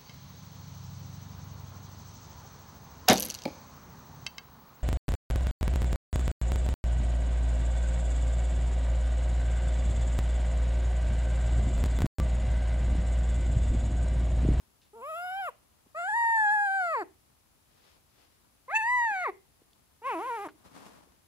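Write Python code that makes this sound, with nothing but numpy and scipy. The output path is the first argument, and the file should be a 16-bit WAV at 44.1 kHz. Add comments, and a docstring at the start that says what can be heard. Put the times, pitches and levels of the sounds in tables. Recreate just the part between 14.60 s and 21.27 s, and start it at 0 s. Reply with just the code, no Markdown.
"""Young puppy whining in a small room

A very young puppy, held in the arms close to a phone, whines four times in a small furnished room.
Each whine is a gliding harmonic stack coloured by throat and nose, with pulsing hiss; the last is a low grumble.
A sleeve brushes and a hand strokes fur (uneven filtered noise); soft bumps and wet ticks are short noise bursts.
Low rumble, faint microphone hiss and a thin electronic whistle lie underneath.
"""
import sys
import numpy as np
from scipy import signal
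from scipy.fft import rfft, irfft, next_fast_len
from scipy.io import wavfile
from scipy.ndimage import uniform_filter1d

SR = 44100
rng = np.random.default_rng(int(sys.argv[2]) if len(sys.argv) > 2 else 0)


def transcribe(signal):
    """Save signal, clipped to [-1, 1], as a 16-bit WAV file at the path in sys.argv[1]."""
    frames = np.atleast_2d(signal).T
    limited = np.clip(frames, -1, 1)
    pcm = np.round(limited * 32767).astype(np.int16)
    wavfile.write(sys.argv[1], SR, pcm)


N = 294147
TIME = np.arange(N) / SR
TOP_HZ = 15550
# Signs of the two microphone ports. Rows: left, right.
SIDES = np.array([[1], [-1]])


def undb(db):
    """Decibels to gain."""
    return 10 ** (np.asarray(db) / 20)


def unit(x):
    """Scale to rms 1."""
    return x / np.sqrt(np.mean(x ** 2))


def curves(table, x):
    """Columns of a table, interpolated linearly over its first column."""
    knots, *columns = np.transpose(table)
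    return [np.interp(x, knots, column) for column in columns]


def bell(t, centre_s, half_length_s):
    """Gaussian bump in time, peak 1."""
    return np.exp(-((t - centre_s) / half_length_s) ** 2)


def bin_hz(size):
    """Frequencies of the bins of a real FFT."""
    return np.arange(size // 2 + 1) * SR / size


def colour(points, hz):
    """Gain of a (Hz, dB) spectrum, interpolated over log frequency."""
    knots_hz, db = np.transpose(points)
    return undb(np.interp(np.log(hz + 1), np.log(knots_hz), db))


def shape(x, points):
    """Filter a sound by a (Hz, dB) spectrum."""
    n = x.shape[-1]
    size = next_fast_len(n)
    spectrum = rfft(x, size) * colour(points, bin_hz(size))
    return irfft(spectrum, size)[..., :n]


def resonate(x, hz, width_hz):
    """One resonance, gain 1 at its centre."""
    b, a = signal.iirpeak(hz, hz / width_hz, fs=SR)
    return signal.lfilter(b, a, x)


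def walk(rate_hz, n):
    """Random curve of spread about 1: straight lines between knots, rate_hz knots a second."""
    knots = rng.standard_normal(8192)
    return 1.2 * np.interp(np.arange(n) * rate_hz / SR, np.arange(8192), knots)


def puppy():
    """Four whines, reaching the two ports with a level difference and lag that vary with frequency."""
    # One list per whine. Each row: time in seconds, pitch in Hz.
    pitches = [
        [(0.335, 409), (0.345, 426.6), (0.363, 465.5), (0.405, 447), (0.431, 520), (0.483, 618), (0.505, 654),
         (0.529, 620), (0.561, 664), (0.571, 681), (0.655, 732), (0.691, 729.4), (0.801, 799), (0.869, 675),
         (0.885, 574), (0.895, 475)],
        [(1.35, 603), (1.356, 611), (1.392, 694.5), (1.428, 693.5), (1.476, 780), (1.494, 865), (1.512, 819),
         (1.566, 943), (1.736, 909.3), (1.856, 835), (1.898, 823), (1.938, 860), (1.968, 828), (2.05, 815.7),
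         (2.092, 772), (2.174, 779.5), (2.33, 626.4), (2.342, 581.0), (2.37, 472.2), (2.406, 410.6),
         (2.412, 394.1), (2.435, 307.0)],
        [(4.085, 509), (4.095, 530), (4.127, 771), (4.145, 866.6), (4.187, 898), (4.217, 858.6), (4.293, 977),
         (4.351, 998.6), (4.449, 928), (4.557, 765), (4.637, 700.4), (4.657, 579.5), (4.671, 497.6),
         (4.689, 396), (4.705, 360)],
        [(5.42, 435), (5.426, 450.3), (5.48, 557), (5.52, 445.4), (5.556, 329.2), (5.586, 319.8), (5.624, 437),
         (5.68, 537.4), (5.714, 472), (5.756, 458), (5.796, 393.3), (5.84, 416.6), (5.865, 303.2)],
    ]
    # One push of air per whine. Each row: start in s, end in s, attack in s, rise of higher overtones in s,
    # level in dB, swell in dB/s, swell in dB/octave of pitch, mellowness in dB, higher overtones in dB, hiss in dB.
    pushes = [(.33, 0.906, 0.18, 0.11, -33, 2.5, 13, 1.36, -55.5, -56.5),
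              (1.345, 2.442, 0.03, 0.017, -23, 4, 3.46, 4, -30, -56.7),
              (4.079, 4.711, 0.036, 0.082, -24.5, 6.5, 2.3, 3, -36, -48),
              (5.416, 5.885, 0.052, 0.03, -29, -16, -0.8, 1.96, -35.5, -55)]
    # Muzzle resonances near 1 and 2 kHz for the three lowest partials, one list per whine.
    # Each row: frequency in Hz, gain in dB.
    muzzles = [
        [(420, -4.5), (700, -8), (870, -4), (1080, 3), (1300, -4.5), (1700, -13), (2050, -19), (2400, -15)],
        [(350, -16), (550, -20), (900, -7.5), (1100, -4), (1350, -10), (1750, -1.5), (2080, -9), (2550, -19.5),
         (2850, -19.5)],
        [(370, -11), (550, -22.5), (900, -9), (1100, -4.5), (1450, -13.5), (2000, -2.15), (2350, -9),
         (3000, -25)],
        [(320, -7.5), (520, -13), (700, -7), (1000, 1), (1300, -3), (1650, -11.5)],
    ]
    # Throat and nose colour of the higher overtones, one list per whine. 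Each row: frequency in Hz, gain in dB.
    throats = [
        [(1800, -6), (2500, 3), (3900, -10), (4400, -21), (5300, -7.5), (6000, -32), (7500, -20), (9000, -45),
         (10700, -2), (12600, -11), (15300, -26)],
        [(1500, -5), (1900, -6), (3000, -32.5), (3800, -37), (4700, -39.5), (5500, -46.5), (7800, -32.5),
         (9100, -44), (10400, -33), (14000, -65.5)],
        [(1500, -14.5), (2100, 5.5), (3100, -31), (3500, -32), (4800, -32.5), (5500, -56.5), (6100, -25),
         (8000, -28), (9100, -44), (10300, -25), (15300, -51)],
        [(1300, 2.5), (1600, -7), (2300, -9), (3200, -24.5), (4500, -37), (8800, -41), (10500, -31),
         (15300, -49)],
    ]
    # Hiss colour, one list per whine. Each row: frequency in Hz, relative density in dB per Hz.
    hisses = [
        [(200, -35), (700, -20), (1200, -2.5), (2000, -35), (2700, -13), (5900, -30), (7600, -12.5),
         (9000, -43), (10700, -8.5), (12600, -29), (13700, -20), (15300, -21)],
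        [(200, -17), (1100, -2), (1500, 0.5), (2100, 0.5), (3000, -29.5), (4600, -6.5), (5900, -28.5),
         (7600, -9), (9100, -32), (10300, -16), (12400, -34), (13200, -18.5), (14500, -35)],
        [(200, -15.5), (1000, -3), (1400, -7), (2100, 11), (3200, -17), (3700, -6.5), (5300, -24),
         (6500, -28.5), (10800, -23), (15300, -31.5)],
        [(200, -10), (900, -6.5), (1600, 0), (2600, -3.5), (4400, -14.5), (8000, -16.5), (9000, -23),
         (10500, -11), (13000, -25), (15300, -30)],
    ]
    # One row per whine: bearing as a share of the port lag, pitch jitter as a share,
    # phase blur at 10 kHz in rad, fall per overtone in dB.
    manners = [(1.146, 0.0043, 0.87, 2), (1.123, .001, .45, 0.78), (0.77, 0.0011, 0.55, 1.7),
               (0.66, 0.0014, 0.67, 0.5)]
    # Microphone ports on the phone's body. Each row: frequency in Hz, left minus right in dB,
    # lag of the left in rad at bearing 1.
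    port_response = [(60, 1.5, -1.5), (350, 0.5, 0.47), (716, -1, 0.55), (1340, 3, 1.25), (1850, 1, 2),
                     (2980, -1.5, 2), (5420, 4.5, 1.12), (9740, 7.5, 11.5), (15400, 9, 16.5)]
    out = np.zeros((2, N))
    for pitch, push, muzzle, throat, hiss, manner in zip(pitches, pushes, muzzles, throats, hisses, manners):
        bearing, *voice_manner = manner
        i = np.arange(int(push[0] * SR), int(push[1] * SR))
        t = i / SR
        fade = np.clip(np.minimum(t - t[0], t[-1] - t) / 0.00066, 0, 1)
        sound = fade * whine(t, pitch, push, muzzle, throat, hiss, *voice_manner)
        size = next_fast_len(2 * len(t))
        port_db, port_lag_rad = curves(port_response, bin_hz(size))
        spectrum = rfft(sound, size)
        spectrum *= undb(port_db * SIDES / 2) * np.exp(-.5j * bearing * port_lag_rad * SIDES)
        out[:, i] += irfft(spectrum, size)[:, :len(t)]
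    return out


def whine(t, pitch, push, muzzle, throat, hiss, jitter, blur_rad, fall_db):
    """Vocal folds sound a gliding harmonic stack; air hisses through them once a cycle."""
    # Folds slip into strong-weak cycles. Each row: centre in s, half length in s, depth 0-1.
    croaks = [(0.392, 0.032, 0.37), (5.875, 0.005, 0.83)]
    # Throat and mouth shift briefly and one resonance stands out.
    # Each row: centre in s, half length in s, frequency in Hz, width in Hz, added resonance in dB.
    mouth_shifts = [(.872, 0.042, 1900, 500, 4.5), (1.442, .05, 7700, 1200, -4.5),
                    (2.344, 0.19, 4450, 500, 3), (2.392, 0.026, 2540, 510, 3),
                    (4.166, 0.011, 2620, 150, 24), (4.166, 0.014, 7000, 3500, 11),
                    (4.2, .05, 10500, 700, 9), (4.21, 0.024, 2620, 200, 11.5),
                    (4.61, 0.047, 4400, 700, 1.5), (5.514, 0.053, 2610, 394, 10.5)]
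    n = len(t)
    hz = uniform_filter1d(curves(pitch, t)[0], size=220)
    *partials_db, upper_db, air_db = effort(t, hz, muzzle, *push)

    # quick jitter and a slower quiver of the folds
    wobbling_hz = hz * (1 + jitter * walk(700, n) + .003 * walk(55, n))
    phase = 2 * np.pi * np.cumsum(wobbling_hz) / SR
    tone = np.zeros(n)
    for k, db in enumerate(partials_db, 1):
        tone -= undb(db + .3 * walk(60, n)) * np.cos(k * phase)
    for k in range(4, 41):
        gain = colour(throat, k * hz) * np.clip((TOP_HZ - k * hz) / 500, 0, 1)
        overtone_db = upper_db + 2.2 * walk(40, n) - fall_db * (k - 4.5)
        # turbulence smears the highest overtones most
        smear = blur_rad * (k * hz / 1e4) ** 2 * walk(500, n)
        tone -= gain * undb(overtone_db) * np.cos(k * phase + smear + rng.uniform(0, 2 * np.pi))
    croak = sum(depth * bell(t, s, half_s) for s, half_s, depth in croaks)
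    tone *= np.sqrt(2) * (1 + croak * np.cos(phase / 2))

    # scattered hiss reaches the two ports with opposite sign, strongest in the treble
    direct, scattered = rng.standard_normal((2, n))
    air = direct + shape(scattered, [(3000, -8.5), (10000, 1.5)]) * SIDES
    pulsing_air = air * (1 + np.cos(phase))
    sound = tone + undb(air_db) * unit(shape(pulsing_air, hiss))
    for s, half_s, mouth_hz, width_hz, db in mouth_shifts:
        sound = sound + undb(db) * bell(t, s, half_s) * resonate(sound, mouth_hz, width_hz)
    return sound


def effort(t, hz, muzzle, start_s, end_s, attack_s, rise_s, level_db, swell_db_per_s,
           swell_db_per_octave, mellow_db, upper_db, air_db):
    """Push of air and pitch set the levels (dB) of three lowest partials, higher overtones and hiss."""
    # The push falters or surges, heard in the lowest partials. Each row: centre in s, half length in s, change in dB.
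    surges = [(1.503, 0.058, -3.5), (1.876, 0.041, 1.8), (2.09, 0.084, -1.3), (4.145, .013, 5),
              (4.225, .02, -1), (5.429, 0.019, -10), (5.646, 0.031, -2), (5.72, .03, 2.4)]
    easy_hz = 693  # pitch at which the pitch-dependent terms vanish
    attack_db, late_overtone_db, upper_late_db = 6, 6, 15.5  # onset deficits; late: per further partial
    catch_s, release_s, edge_db = 0.0042, .014, 18.5  # folds catch and part quickly
    brighten_db_per_octave = 13.5  # tighter folds: stronger high overtones
    clear_db_per_octave = 28.5  # above the easy pitch they close better and leak less hiss

    age_s, octaves = t - start_s, np.log2(hz / easy_hz)
    opening = np.clip(1 - age_s / attack_s, 0, 1)
    rising = np.clip(1 - age_s / rise_s, 0, 1)
    edge = np.clip(1 - np.minimum(age_s / catch_s, (end_s - t) / release_s), 0, 1)
    envelope_db = -attack_db * opening - edge_db * edge
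    late_db = late_overtone_db * opening
    surge_db = sum(db * bell(t, s, half_s) for s, half_s, db in surges)
    swell_db = swell_db_per_s * age_s + swell_db_per_octave * octaves
    push_db = level_db + envelope_db + surge_db + swell_db
    partials_db = []
    for k in range(3):
        muzzle_db = 20 * np.log10(colour(muzzle, (k + 1) * hz))
        partials_db.append(push_db + muzzle_db - k * late_db - k ** 2 * mellow_db)
    upper_db = upper_db + envelope_db - upper_late_db * rising + brighten_db_per_octave * octaves
    air_db = air_db + envelope_db - 2 * late_db - clear_db_per_octave * np.maximum(octaves, 0)
    return *partials_db, upper_db, air_db


def room(x, wet_db, t60_s, mode_hz, mode_db, mode_width_hz):
    """A short dull tail of decaying noise; one low room mode rings on when a whine sinks through it."""
    t = TIME[:SR // 2]
    tail = rng.standard_normal((2, len(t))) * undb(-60 * t / t60_s) * np.clip(t / 0.034, 0, 1)
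    energy = np.sum(tail ** 2) / 2
    tail = shape(tail, [(300, 13.5), (1200, -2.5), (3000, 9.5), (12000, -25.0)]) / np.sqrt(energy)
    wet = signal.fftconvolve(x[None], tail, axes=1)[:, :N]
    return undb(wet_db) * wet + undb(mode_db) * resonate(x, mode_hz, mode_width_hz)


def mouth_ticks():
    """Wet ticks of mouth and throat: short resonant bursts."""
    # Each row: start in s, level before decay in dB, centre in Hz, decay in s.
    tick_rows = [(.215, -66, 3440, 0.037), (4.151, -37, 1860, .003), (5.132, -54.5, 4100, 0.0014),
                 (5.886, -43.5, 1144, 0.0085)]
    return taps(tick_rows, width_share=0.98)


def handling_bumps():
    """Soft bumps of handling: short low bursts."""
    # Each row: start in s, level before decay in dB, centre in Hz, decay in s.
    bump_rows = [(1.262, -55, 196, 0.0075), (4.508, -43, 254, 0.0036), (5.018, -53, 241, 0.0041),
                 (6.05, -62, 84, 0.047), (6.471, -54.5, 233, 0.0069)]
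    return taps(bump_rows, width_share=1.0)


def taps(table, width_share):
    """Contact noise in a broad double resonance, decaying exponentially."""
    out = np.zeros(N)
    t = TIME[:SR // 6]
    for s, db, hz, decay_s in table:
        noise = rng.standard_normal(len(t))
        for _ in range(2):
            noise = resonate(noise, hz, hz * width_share)
        burst = undb(db) * unit(noise) * np.exp(-t / decay_s) * np.clip(t / .0007, 0, 1)
        start = int(s * SR)
        out[start:start + len(t)] += burst[:N - start]
    return out


def fur_stroke():
    """A hand slides over fur."""
    # Each row: time in s, level in dB.
    levels = [(5.9, -72), (6.035, -63), (6.06, -53.5), (6.09, -62.5), (6.16, -52.5), (6.27, -52),
              (6.38, -55.5), (6.47, -64.5), (6.66, -73)]
    # Each row: frequency in Hz, relative density in dB per Hz.
    fur_colour = [(59, -45), (100, -9.5), (252, -2.5), (383, -10), (1050, -8), (2000, -18.5),
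                  (11400, -28.5), (15000, -40)]
    return rub(levels, fur_colour, grain_db=1.5, tilt_db=2.0)


def sleeve_brush():
    """A sleeve brushes as the arm moves."""
    # Each row: time in s, level in dB.
    levels = [(2.9, -102), (3.12, -70), (3.3, -64.5), (3.47, -81), (3.6, -64), (4, -90)]
    # Each row: frequency in Hz, relative density in dB per Hz.
    cloth_colour = [(150, -8), (400, -0.5), (1300, -4.5), (2200, -5), (5000, -7), (9000, -21.5),
                    (15000, -27)]
    return rub(levels, cloth_colour, grain_db=1.0, tilt_db=2)


def rub(levels, surface, grain_db, tilt_db):
    """Fibres catch and slip as two soft things slide: uneven rustle, tilt_db up left and down right."""
    grainy = port_noise(side_db=1.5) * undb(grain_db * walk(360, N))
    rustle = shape(grainy, surface)
    level_db = curves(levels, TIME)[0] + 1.3 * walk(30, N)
    return unit(rustle) * undb(level_db + tilt_db * SIDES)


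def port_noise(side_db):
    """Noise at both ports: side_db sets the bass difference signal; the treble is unrelated."""
    mid, side = rng.standard_normal((2, N))
    return mid + shape(side, [(100, side_db), (600, side_db), (2000, 0.0014)]) * SIDES


def floor(level_db, whistle_hz, whistle_db):
    """Low room rumble and microphone hiss, with a thin electronic whistle of narrow-band noise."""
    # Each row: frequency in Hz, relative density in dB per Hz.
    floor_colour = [(15, -46), (25, -0.5), (79, -1), (267, -15), (331, -13.5), (509, -20.5), (782, -21),
                    (1140, -22.5), (15500, -25.5)]
    noise = shape(port_noise(side_db=-6.0), floor_colour)
    noise *= undb(level_db + 0.19 * walk(8.2, N) + SIDES) / np.std(noise.mean(0))
    whistle = unit(resonate(rng.standard_normal((2, N)), whistle_hz, 110))
    return noise + undb(whistle_db) * whistle


def scene():
    """Puppy, room, handling and floor."""
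    voice = puppy()
    echo = room(voice[1], wet_db=-24, t60_s=.3, mode_hz=355, mode_db=-14, mode_width_hz=11)
    contacts = mouth_ticks() + handling_bumps()
    rustles = fur_stroke() + sleeve_brush()
    return voice + echo + contacts + rustles + floor(level_db=-69, whistle_hz=10120, whistle_db=-79.0)


def record(dry):
    """The phone cuts the deepest rumble and the top."""
    rumble_cut = signal.butter(4, 42, "high", fs=SR, output="sos")
    top_cut = signal.ellip(10, .1, 80, TOP_HZ, fs=SR, output="sos")
    return signal.sosfilt(top_cut, signal.sosfilt(rumble_cut, dry))


dry = scene()
out = record(dry)
transcribe(out)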